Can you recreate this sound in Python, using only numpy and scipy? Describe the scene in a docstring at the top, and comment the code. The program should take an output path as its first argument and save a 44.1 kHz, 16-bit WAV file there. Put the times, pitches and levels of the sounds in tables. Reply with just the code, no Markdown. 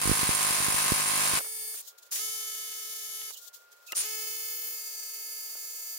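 """A rotary hammer drives a chisel into a seized wheel hub in a garage, about 51 blows a second.
Hub, brake shield and chisel ring, the suspension clatters, and hard blows jolt the right microphone.
Then the pressure comes off: fan, commutator and gears whine unloaded over the hiss of the brushes.
The motor stops and is started twice more, with scrapes, clicks and knocks as the tool is shifted."""
import sys
import numpy as np
from scipy import signal
from scipy.fft import rfft, irfft, next_fast_len
from scipy.io import wavfile

SR = 44100
rng = np.random.default_rng(int(sys.argv[2]) if len(sys.argv) > 2 else 0)


def store_pcm(level_fs):
    """Save levels as 16-bit WAV."""
    pcm = np.round(np.clip(level_fs, -1, 1) * 32767).astype(np.int16)
    wavfile.write(sys.argv[1], SR, np.atleast_2d(pcm).T)


N = 263698
TIME = np.arange(N) / SR
FIRST_BLOW_S, RELEASE_S, BLOW_HZ = .015, 1.385, 50.817


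def undb(db):
    """Decibels to gain."""
    return 10 ** (np.asarray(db) / 20)


def unit(x):
    """Scale each channel to rms 1."""
    return x / np.sqrt(np.mean(x ** 2, axis=-1, keepdims=True) + 1e-20)


def noise():
    """Wide stereo white noise."""
    return rng.standard_normal((2, N))


def gate(start_s, end_s, fade_s):
    """Open between start and end, with soft edges."""
    return np.clip((TIME - start_s) / fade_s + .5, 0, 1) * np.clip((end_s - TIME) / fade_s + .5, 0, 1)


def wander(rate_hz):
    """Smooth random modulation of spread near 1, one for each channel."""
    knots = rng.standard_normal((2, 8192))
    return np.array([np.interp(TIME * rate_hz, np.arange(8192), row) for row in knots])


def filtered(x, response):
    """Apply a gain given as a function of frequency."""
    size = next_fast_len(N + SR // 4)
    hz = np.arange(size // 2 + 1) * SR / size + 1e-3
    return irfft(rfft(x, size) * response(hz), size)[..., :N]


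def colour(x, eq):
    """Shape by an EQ curve of (freq_hz, gain_db) points; rms 1."""
    hz, db = np.transpose(eq)
    return unit(filtered(x, lambda f: undb(np.interp(np.log(f), np.log(hz), db))))


def ring(x, hz, width_hz):
    """One damped resonance; rms 1."""
    return unit(signal.lfilter(*signal.iirpeak(hz, hz / width_hz, fs=SR), x))


def tail(start_s, t60_s):
    """Full level until the start, then a decay."""
    return undb(-60 * np.clip((TIME - start_s) / t60_s, 0, 2))


def blows(delay_s, jitter_s, scatter_db):
    """One hit per cycle of the striker, each a little early or late and of its own strength."""
    times = np.arange(FIRST_BLOW_S, RELEASE_S, 1 / BLOW_HZ)
    chance = rng.standard_normal((len(times), 2))
    at = (times + delay_s + jitter_s * chance[:, 0]) * SR
    taps = at.astype(int)[:, None] + np.arange(-7, 9)  # hits land between samples
    train = np.zeros(N)
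    train[taps] = np.sinc(taps - at[:, None]) * undb(scatter_db * chance[:, 1:])
    return train


# Dense, bright EQ of the suspension: freq_hz, gain_db
SUSPENSION_EQ = [(30, -7), (60, -15), (160, -11), (280, -9), (600, -1.5), (1100, 1.5), (2000, 2.5),
                 (2600, 2.5), (3000, -1.5), (4200, 0), (8000, -2), (9800, 4), (10900, -7.5), (13800, -3),
                 (16000, -13.5)]

def suspension_clatter(hits, t60_s=.47):
    """The same dense ringing answers every blow, so it buzzes at the blow rate."""
    count = SR // 4
    ringing = noise()[:, :count] * undb(-60 * TIME[:count] / t60_s)
    return colour(signal.fftconvolve(hits[None], ringing, axes=1)[:, :N], SUSPENSION_EQ)


def loose_rattle(decay_s=.22):
    """Loose parts rattle on from each blow to the next."""
    since_blow = (TIME - FIRST_BLOW_S) % (1 / BLOW_HZ)
    rattle = colour(noise(), SUSPENSION_EQ)
    return rattle * unit(np.exp(-since_blow / decay_s) * undb(2 * wander(500) + 2.1 * wander(25.1)))


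# Ringing modes of hub and brake shield: pitch_hz, level_db
HUB_MODES = [(560, -54), (610, -54), (764, -56), (915, -56), (1017, -47), (1066, -43), (1119, -49),
             (1220, -46), (1270, -56), (1422, -52), (1524, -51), (1576, -56), (1728, -55), (1931, -52),
             (2083, -51), (2134, -56), (2388, -55), (2590, -53), (2690, -54)]

def hub_ring(hits, width_hz=20):
    """The blows ring the hub; each mode reaches the right microphone a quarter cycle late."""
    out = np.zeros((2, N))
    for hz, db in HUB_MODES:
        mode = ring(hits, hz, width_hz)
        late = np.pad(mode, (int(SR / hz / 4), 0))[:N]
        out += undb(db) * np.array([mode, late])
    return out


# Landings of the chisel within one cycle: delay_s, level_db
CHISEL_BOUNCES = [(0, 4.5), (.0046, -2.5), (.0074, -3), (0.0095, -4), (0.015, -7)]
# High ring of the chisel steel: pitch_hz, width_hz, level_db
CHISEL_MODES = [(7550, 150, -4), (8672, 38, -1), (8880, 35, -3), (9090, 80, 0), (9315, 32, -1),
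                (9520, 40, -1), (9625, 40, 0), (9860, 80, 1), (10010, 35, -1), (10190, 55, 0),
                (10700, 70, -8)]

def chisel_chatter(burst_s=.0027):
    """Each landing is a gritty burst that cracks and rings the steel; later bounces are looser in time."""
    landings = sum(undb(db) * blows(s, jitter_s=5e-5 + .013 * s, scatter_db=-1.5)
                   for s, db in CHISEL_BOUNCES)
    grit = noise() * signal.lfilter([1], [1, -np.exp(-1 / (burst_s * SR))], landings)
    steel = sum(undb(db) * ring(grit, hz, width) for hz, width, db in CHISEL_MODES)
    crack = colour(grit, [(300, -12), (1500, 1), (7500, 12.5), (8800, -28), (10200, -17),
                          (11000, -5), (16000, 8.5)])
    return undb(-16) * steel + undb(-13) * crack


def pan(db):
    """Stereo gains, with the left louder by db."""
    return undb(np.array([[db], [-db]]) / 2)


def hammering(gain_db=-24):
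    """Under steady pressure the blows drive suspension, hub and chisel until the release."""
    hits = blows(0, jitter_s=4.5e-5, scatter_db=1.5)
    duty = np.sqrt(RELEASE_S * SR / N)  # refers the rms to the time spent hammering
    clatter = undb(-7.5) * suspension_clatter(hits)
    rattle = undb(-7) * loose_rattle()
    hub = undb(24.5) * pan(2) * hub_ring(hits)
    chisel = pan(-3) * chisel_chatter()
    mix = duty * (clatter + hub + chisel) + rattle
    return undb(gain_db) * mix * gate(-1, RELEASE_S + .0087, .0099)


# Low thump of the tool's recoil: blow_rate_multiple, level_db
BODY_HARMONICS = [(1, -59), (2, -57), (3, -54), (4, -61)]

def body_shudder(gain_db=1):
    """The tool recoils at the blow rate, thumping at that rate and its first multiples."""
    hum = sum(undb(db) * np.sin(2 * np.pi * (k * BLOW_HZ * TIME + rng.random((2, 1))))
              for k, db in BODY_HARMONICS)
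    return hum * undb(gain_db + 3.4 * wander(13.7)) * gate(-1, RELEASE_S, .026)


# Room tone EQ: freq_hz, gain_db
GARAGE_EQ = [(30, -9.5), (220, -20), (300, -16), (400, 4), (550, 5.5), (800, 0), (1300, 3), (2000, -3),
             (5000, -5), (9000, -11.5), (16000, -6.5)]

def garage_air(level_db=-62.5):
    """A faint, steady bed of garage noise."""
    return colour(noise(), GARAGE_EQ) * undb(level_db + .23 * wander(1.7))


# Thumps from the hardest blows: time_s, level_db
MIC_JOLTS = [(0.0563, -19), (0.0761, -16.5), (0.0957, -13), (0.1153, -11.5), (0.232, -21.5),
             (0.2917, -16.5), (0.507, -30), (0.604, -26), (0.6248, -36), (0.684, -24), (0.7446, -26.0),
             (0.921, -13.5), (1.3358, -23)]

def microphone_jolts(push_s=.00079, leak_hz=60, rebound_hz=36, gain_db=5):
    """A push on the right microphone leaks away and swings back; every blow also gives a faint one."""
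    bump = lambda t: np.exp(-np.minimum((t / push_s) ** 2, 50))
    hits = blows(0, jitter_s=.00012, scatter_db=2.5)
    tremor = signal.fftconvolve(hits, bump(TIME[:SR // 100] - TIME[SR // 200]), "same")
    push = sum(undb(db) * bump(TIME - s) for s, db in MIC_JOLTS) + undb(-35) * tremor
    leaked = signal.lfilter(*signal.butter(1, leak_hz, "high", fs=SR), -push)
    swing = signal.sosfilt(signal.butter(3, rebound_hz, "high", fs=SR, output="sos"), leaked)
    return undb(gain_db) * swing * undb([[-27], [0]])


# Band offsets at switch-on, one row each: mid_db, bass_db, top_db
SWITCH_ON_DB = [
    [2],
    [-3],
    [6],
]

def motor_drive(run, free_speed, spinup_s=.0295, coast_hz_per_s=560, coast_db_per_s=43):
    """Shaft speed, band levels and gate of one run: it starts loud, settles and coasts down."""
    on_s, off_s, stop_s, start_hz, settle_s = run[:5]
    settled_db, surge_db = np.reshape(run[5:], (2, 3, 1))
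    running_s = np.maximum(TIME - on_s, 0)
    coasting_s = np.maximum(np.minimum(TIME, stop_s) - off_s, 0)
    starting = np.exp(-running_s / spinup_s)
    free_hz = np.interp(TIME, *np.transpose(free_speed))
    shaft_hz = free_hz * (1 - starting) + start_hz * starting - coast_hz_per_s * coasting_s
    bands_db = settled_db + surge_db * np.exp(-running_s / settle_s) + SWITCH_ON_DB * starting
    return shaft_hz, bands_db - coast_db_per_s * coasting_s, gate(on_s, stop_s, .019)


def shaft_whine(turns, on, harmonics, wander_db=2, rasp=.17):
    """Fan, commutator and gears sing at multiples of the shaft speed."""
    whine = np.zeros((2, N))
    for k, db in harmonics:
        # small moves of the tool shift the reflections, so each harmonic wanders on its own
        gain = undb(db + wander_db * wander(6))
        phase = rng.random() + np.array([[0], [(-1) ** int(k) / 4]])  # sides a quarter cycle apart
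        whine[:, on] += gain[:, on] * np.sin(2 * np.pi * (k * turns[on] + phase))
    tooth_roughness = 1 + rasp * wander(150)
    return whine * tooth_roughness / np.std(whine[:, on])


# Airy EQ of the brush hiss: freq_hz, gain_db
BRUSH_EQ = [(40, -35), (220, -24), (450, -12.5), (1200, -13.5), (2700, -6.5), (4000, -5), (4900, -2.5),
            (7000, 3), (8000, -4), (9500, 0), (11000, -1.5), (13500, 3.5), (16000, 1.5)]

def brush_hiss(turns):
    """Brushes and air hiss, pulsing once a turn and roughened by sparking."""
    pulse = 1 + .5 * np.cos(2 * np.pi * turns)
    return colour(noise(), BRUSH_EQ) * unit(pulse * undb(.9 * wander(400)))


def motor(run, free_speed, harmonics, hiss_db, slow_hiss_boost_db):
    """One unloaded run of whine over hiss; below full speed the hiss takes over."""
    shaft_hz, (mid_db, bass_db, top_db), envelope = motor_drive(run, free_speed)
    on = envelope > 0
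    flutter = 1 + .0003 * wander(120)[0]
    turns = np.cumsum(shaft_hz * flutter) / SR
    slowness = np.clip((1 - shaft_hz / np.max(shaft_hz) - .012) / .055, 0, 1)
    hiss_gain = undb(hiss_db + slow_hiss_boost_db * slowness)
    sound = shaft_whine(turns, on, harmonics) + hiss_gain * brush_hiss(turns)
    sound *= envelope / np.sqrt(1 + hiss_gain ** 2)
    # the housing beams bass, mids and top differently as it turns
    bass = filtered(sound, lambda f: 1 / (1 + (f / 4000) ** 12))
    top = filtered(sound, lambda f: 1 - 1 / (1 + (f / 11000) ** 24))
    bands = [(bass, bass_db, -3.5), (sound - bass - top, mid_db, .3), (top, top_db, .62)]
    return sum(band / np.std(band[:, on]) * undb(db) * pan(pan_db) for band, db, pan_db in bands)


# Motor cues: on_s, off_s, stop_s, start_hz, settle_s, settled_mid_db, settled_bass_db, settled_top_db,
# surge_mid_db, surge_bass_db, surge_top_db
MOTOR_RUNS = [(1.391, 1.742, 1.817, 436, 0.081, -40.5, -52.5, -40.5, 1.5, 7.5, 0.5),
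              (2.118, 3.284, 3.32, 200, .36, -42, -50, -43, 9.5, 8.5, 7),
              (3.955, 6.1, 6.2, 197.6, .5, -43.5, -54, -38, 9.5, 13, -4.5)]
# Drift of the free shaft speed, one curve per run: time_s, speed_hz
SHAFT_SPEEDS = [
    [(1.46, 441.5), (1.71, 437)],
    [(2.29, 438), (2.36, 437), (2.732, 433.5), (3.246, 436), (3.26, 435)],
    [(4.12, 434.2), (4.4, 432.3), (4.74, 433), (4.802, 430.8), (4.888, 432), (4.966, 431), (5.95, 432)],
]
# Timbre of the whine for each grip on the tool: shaft_multiple, level_db
FIRST_GRIP = [(1, -14.5), (2, -22), (3, -22.5), (4, -15.5), (5, -11), (6, -22), (7, -18), (8, -15),
              (9, -41), (10, -11.5), (11, -8.5), (12, -11), (13, -16), (14, -13), (15, -10.5), (16, -18),
              (17, -32), (18, -6.5), (19, -9), (20, -3), (21, -1), (22, -1), (23, -1.5), (24, -18),
              (25, -17), (26, -7), (27, -20), (28, -1.5), (29, -21), (30, -23), (31, -14), (32, -2),
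              (33, -7), (34, -7), (35, -19)]
SECOND_GRIP = [(1, -11), (2, -20.5), (3, -6), (4, -10.5), (5, -5), (6, -20), (7, -1.5), (8, -5), (9, -8),
               (10, -7), (11, -2.5), (12, -7), (13, -3), (14, 0), (15, -9), (16, 0), (17, -7), (18, -13),
               (19, -13), (20, -5), (21, 0), (22, -4), (23, 1), (24, -10), (25, -7), (26, 4), (27, -13),
               (28, 0), (29, 3), (30, 2), (31, -5), (32, -11), (33, 2.5), (34, -1), (35, -4)]
THIRD_GRIP = [(1, -13), (2, -19), (3, -16), (4, -14), (5, -7.5), (6, -13), (7, -10), (8, -13), (9, -28),
              (10, -8.5), (11, -8), (12, -7), (13, -13), (14, -9.5), (15, -10), (16, -3.5), (17, -12),
              (18, -21), (19, -13), (20, -8.5), (21, -9), (22, -5), (23, -16), (24, -7), (25, -4.5),
              (26, -3.5), (27, -6), (28, 1.5), (29, 4), (30, -10), (31, 5.5), (32, -11), (33, 5), (34, -9),
              (35, 6.5), (36, 4)]
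FRONT_HAND_OFF = [(1, -18), (2, -21), (3, -15), (4, -13), (5, -8), (6, -15), (7, -18), (8, -21), (9, -21),
                  (10, -8), (11, -2), (12, -9), (13, -17), (14, -3), (15, -19), (16, -4), (17, -6),
                  (18, -17), (19, -6), (20, -16), (21, -18), (22, -13), (23, -12), (24, -17), (25, -12),
                  (26, 0), (27, -11), (28, -7), (29, -7), (30, -12), (31, 0), (32, -4), (33, 1), (34, -14),
                  (35, -3), (36, -9)]

def unloaded_runs(let_go_s=4.76):
    """Three runs; in the last, the hand leaves the front of the housing and the timbre shifts."""
    hand_off = gate(let_go_s, 9, .085)
    shifting_grip = [(k, held_db + (open_db - held_db) * hand_off)
                     for (k, held_db), (_, open_db) in zip(THIRD_GRIP, FRONT_HAND_OFF)]
    return (motor(MOTOR_RUNS[0], SHAFT_SPEEDS[0], FIRST_GRIP, hiss_db=-4, slow_hiss_boost_db=33)
            + motor(MOTOR_RUNS[1], SHAFT_SPEEDS[1], SECOND_GRIP, hiss_db=-3, slow_hiss_boost_db=17.5)
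            + motor(MOTOR_RUNS[2], SHAFT_SPEEDS[2], shifting_grip, hiss_db=-5, slow_hiss_boost_db=31))


def chuck_rattle(taps_per_s=9, tap_db=-54, scatter_db=6, t60_s=.023):
    """While the motor runs free, the chisel taps lightly in its chuck at random moments."""
    count = int(taps_per_s * N / SR)
    at = (rng.random(count) * N).astype(int)
    taps = np.zeros(N)
    taps[at] = undb(tap_db + scatter_db * rng.standard_normal(count))
    running = sum(gate(on_s, stop_s, .02) for on_s, _, stop_s, *_ in MOTOR_RUNS)
    envelope = signal.lfilter([1], [1, -undb(-60 / (t60_s * SR))], taps * running)
    eq = [(100, -35), (250, -9), (500, -8), (1500, 8.5), (3000, 19), (6000, -8), (16000, -7)]
    return colour(noise(), eq) * envelope


# Dull knocks: start_s, level_db
KNOCK_CUES = [(1.393, -32), (1.405, -32), (1.445, -36.5), (1.463, -38), (1.743, -41), (3.304, -42),
              (3.927, -29.5), (5.553, -46)]

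def chuck_knocks(t60_s=.039):
    """The loose chisel knocks in its chuck."""
    eq = [(100, -42), (250, -5), (450, 11), (1500, 6.5), (3000, -4.5), (6000, -27), (16000, -29)]
    return colour(noise(), eq) * sum(undb(db) * (TIME >= s) * tail(s, t60_s) for s, db in KNOCK_CUES)


# High gear whistles: start_s, end_s, level_db
GEAR_CUES = [(1.394, 1.818, -44), (3.959, 4.022, -29.5)]

def gear_song(hz=9250, width_hz=660):
    """The teeth rub a resonance of the gear case as the drive takes up or loses load."""
    whistle = ring(ring(noise(), hz, width_hz), hz, width_hz)
    return whistle * sum(undb(db) * gate(start, end, .0079) for start, end, db in GEAR_CUES)


# Bright clicks: start_s, level_db, t60_s
CLICK_CUES = [(1.395, -35, .02), (1.405, -35, .02), (1.443, -40, 0.018), (2.064, -48, 0.044),
              (2.121, -29, 0.097), (2.158, -24, 0.13), (2.551, -26, .02), (3.536, -52, 0.27),
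              (3.727, -44, 0.078), (3.9213, -19, 0.023), (3.968, -18, 0.012), (3.976, -23.5, 0.11),
              (3.989, -30, 0.017), (4.005, -23, 0.04)]

def metal_clicks():
    """The loose chisel and the gears click, metal on metal."""
    eq = [(100, -50), (250, -33), (600, -15), (2000, 2), (6500, 4), (9500, 1), (12000, 9.5),
          (16000, -11)]
    return colour(noise(), eq) * sum(undb(db) * (TIME >= s) * tail(s, t60) for s, db, t60 in CLICK_CUES)


# Dry, bright EQ of a scrape: freq_hz, gain_db
SCRAPE_EQ = [(880, -52), (1500, -16), (2120, -29), (2880, -11.5), (3310, -4.5), (4000, -2), (6060, -2),
             (6560, 1.5), (8920, -6), (16000, -1)]
# Scrape strokes: start_s, length_s, level_db
SCRAPE_CUES = [(1.815, 0.069, -50), (1.875, 0.033, -46), (1.974, .014, -54.5), (2.005, .015, -62),
               (2.02, 0.015, -52), (2.048, 0.025, -54), (3.314, 0.17, -47.5), (3.528, 0.042, -45.5),
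               (3.572, 0.08, -59.5), (3.709, 0.017, -52), (3.757, 0.13, -62.5), (3.859, 0.077, -50)]

def glove_scrapes(attack_s=.011, t60_s=.077, grain_db=5):
    """Glove and tool scrape: each grainy stroke swells, holds through the slide and dies away."""
    strokes = sum(undb(db) * np.clip((TIME - s) / attack_s, 0, 1) * tail(s + length, t60_s)
                  for s, length, db in SCRAPE_CUES)
    return colour(noise(), SCRAPE_EQ) * unit(undb(grain_db * wander(64))) * strokes


def thin_tone(hz=1412):
    """A faint, wavering tone in the two gaps between the runs."""
    tone = np.sin(2 * np.pi * (hz * TIME + np.array([[0], [1 / 8]])))
    envelope = undb(-64.5) * gate(1.864, 2.13, .047) + undb(-60) * gate(3.4, 3.97, .047)
    return tone * envelope * undb(wander(8))


# Tiny squeaks: centre_s, pitch_hz, level_db, half_length_s
SQUEAK_CUES = [(3.364, 3000, -50, 0.018), (3.897, 2604, -45, 0.013), (3.924, 2030, -35, 0.002),
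               (3.928, 622, -50, 0.0098), (3.929, 1265, -47.5, 0.019), (3.932, 2800, -32.5, 0.0038)]

def tip_squeaks():
    """The chisel tip slips at a nearly steady pitch as it is moved."""
    out = np.zeros((2, N))
    for centre_s, hz, db, half_length_s in SQUEAK_CUES:
        cycles = np.cumsum(hz * (1 + .04 * wander(700)), axis=1) / SR
        out += undb(db) * np.sin(2 * np.pi * cycles) / (1 + ((TIME - centre_s) / half_length_s) ** 4)
    return out


def handling(low_cut_hz=260):
    """Contact sounds of the shifting tool, with the bass cut away."""
    contacts = (undb(-5) * chuck_knocks() + undb(-8) * metal_clicks()
                + undb(1) * glove_scrapes() + tip_squeaks())
    return signal.sosfilt(signal.butter(3, low_cut_hz, "high", fs=SR, output="sos"), contacts)


def scene():
    """Hammering, then three unloaded runs with handling between them."""
    return (hammering() + body_shudder() + garage_air() + microphone_jolts()
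            + unloaded_runs() + chuck_rattle() + gear_song() + handling() + thin_tone())


def record(dry):
    """A steep high cut at 15780 Hz."""
    return signal.sosfilt(signal.ellip(12, .2, 80, 15780, fs=SR, output="sos"), dry)


dry = scene()
out = record(dry)
store_pcm(out)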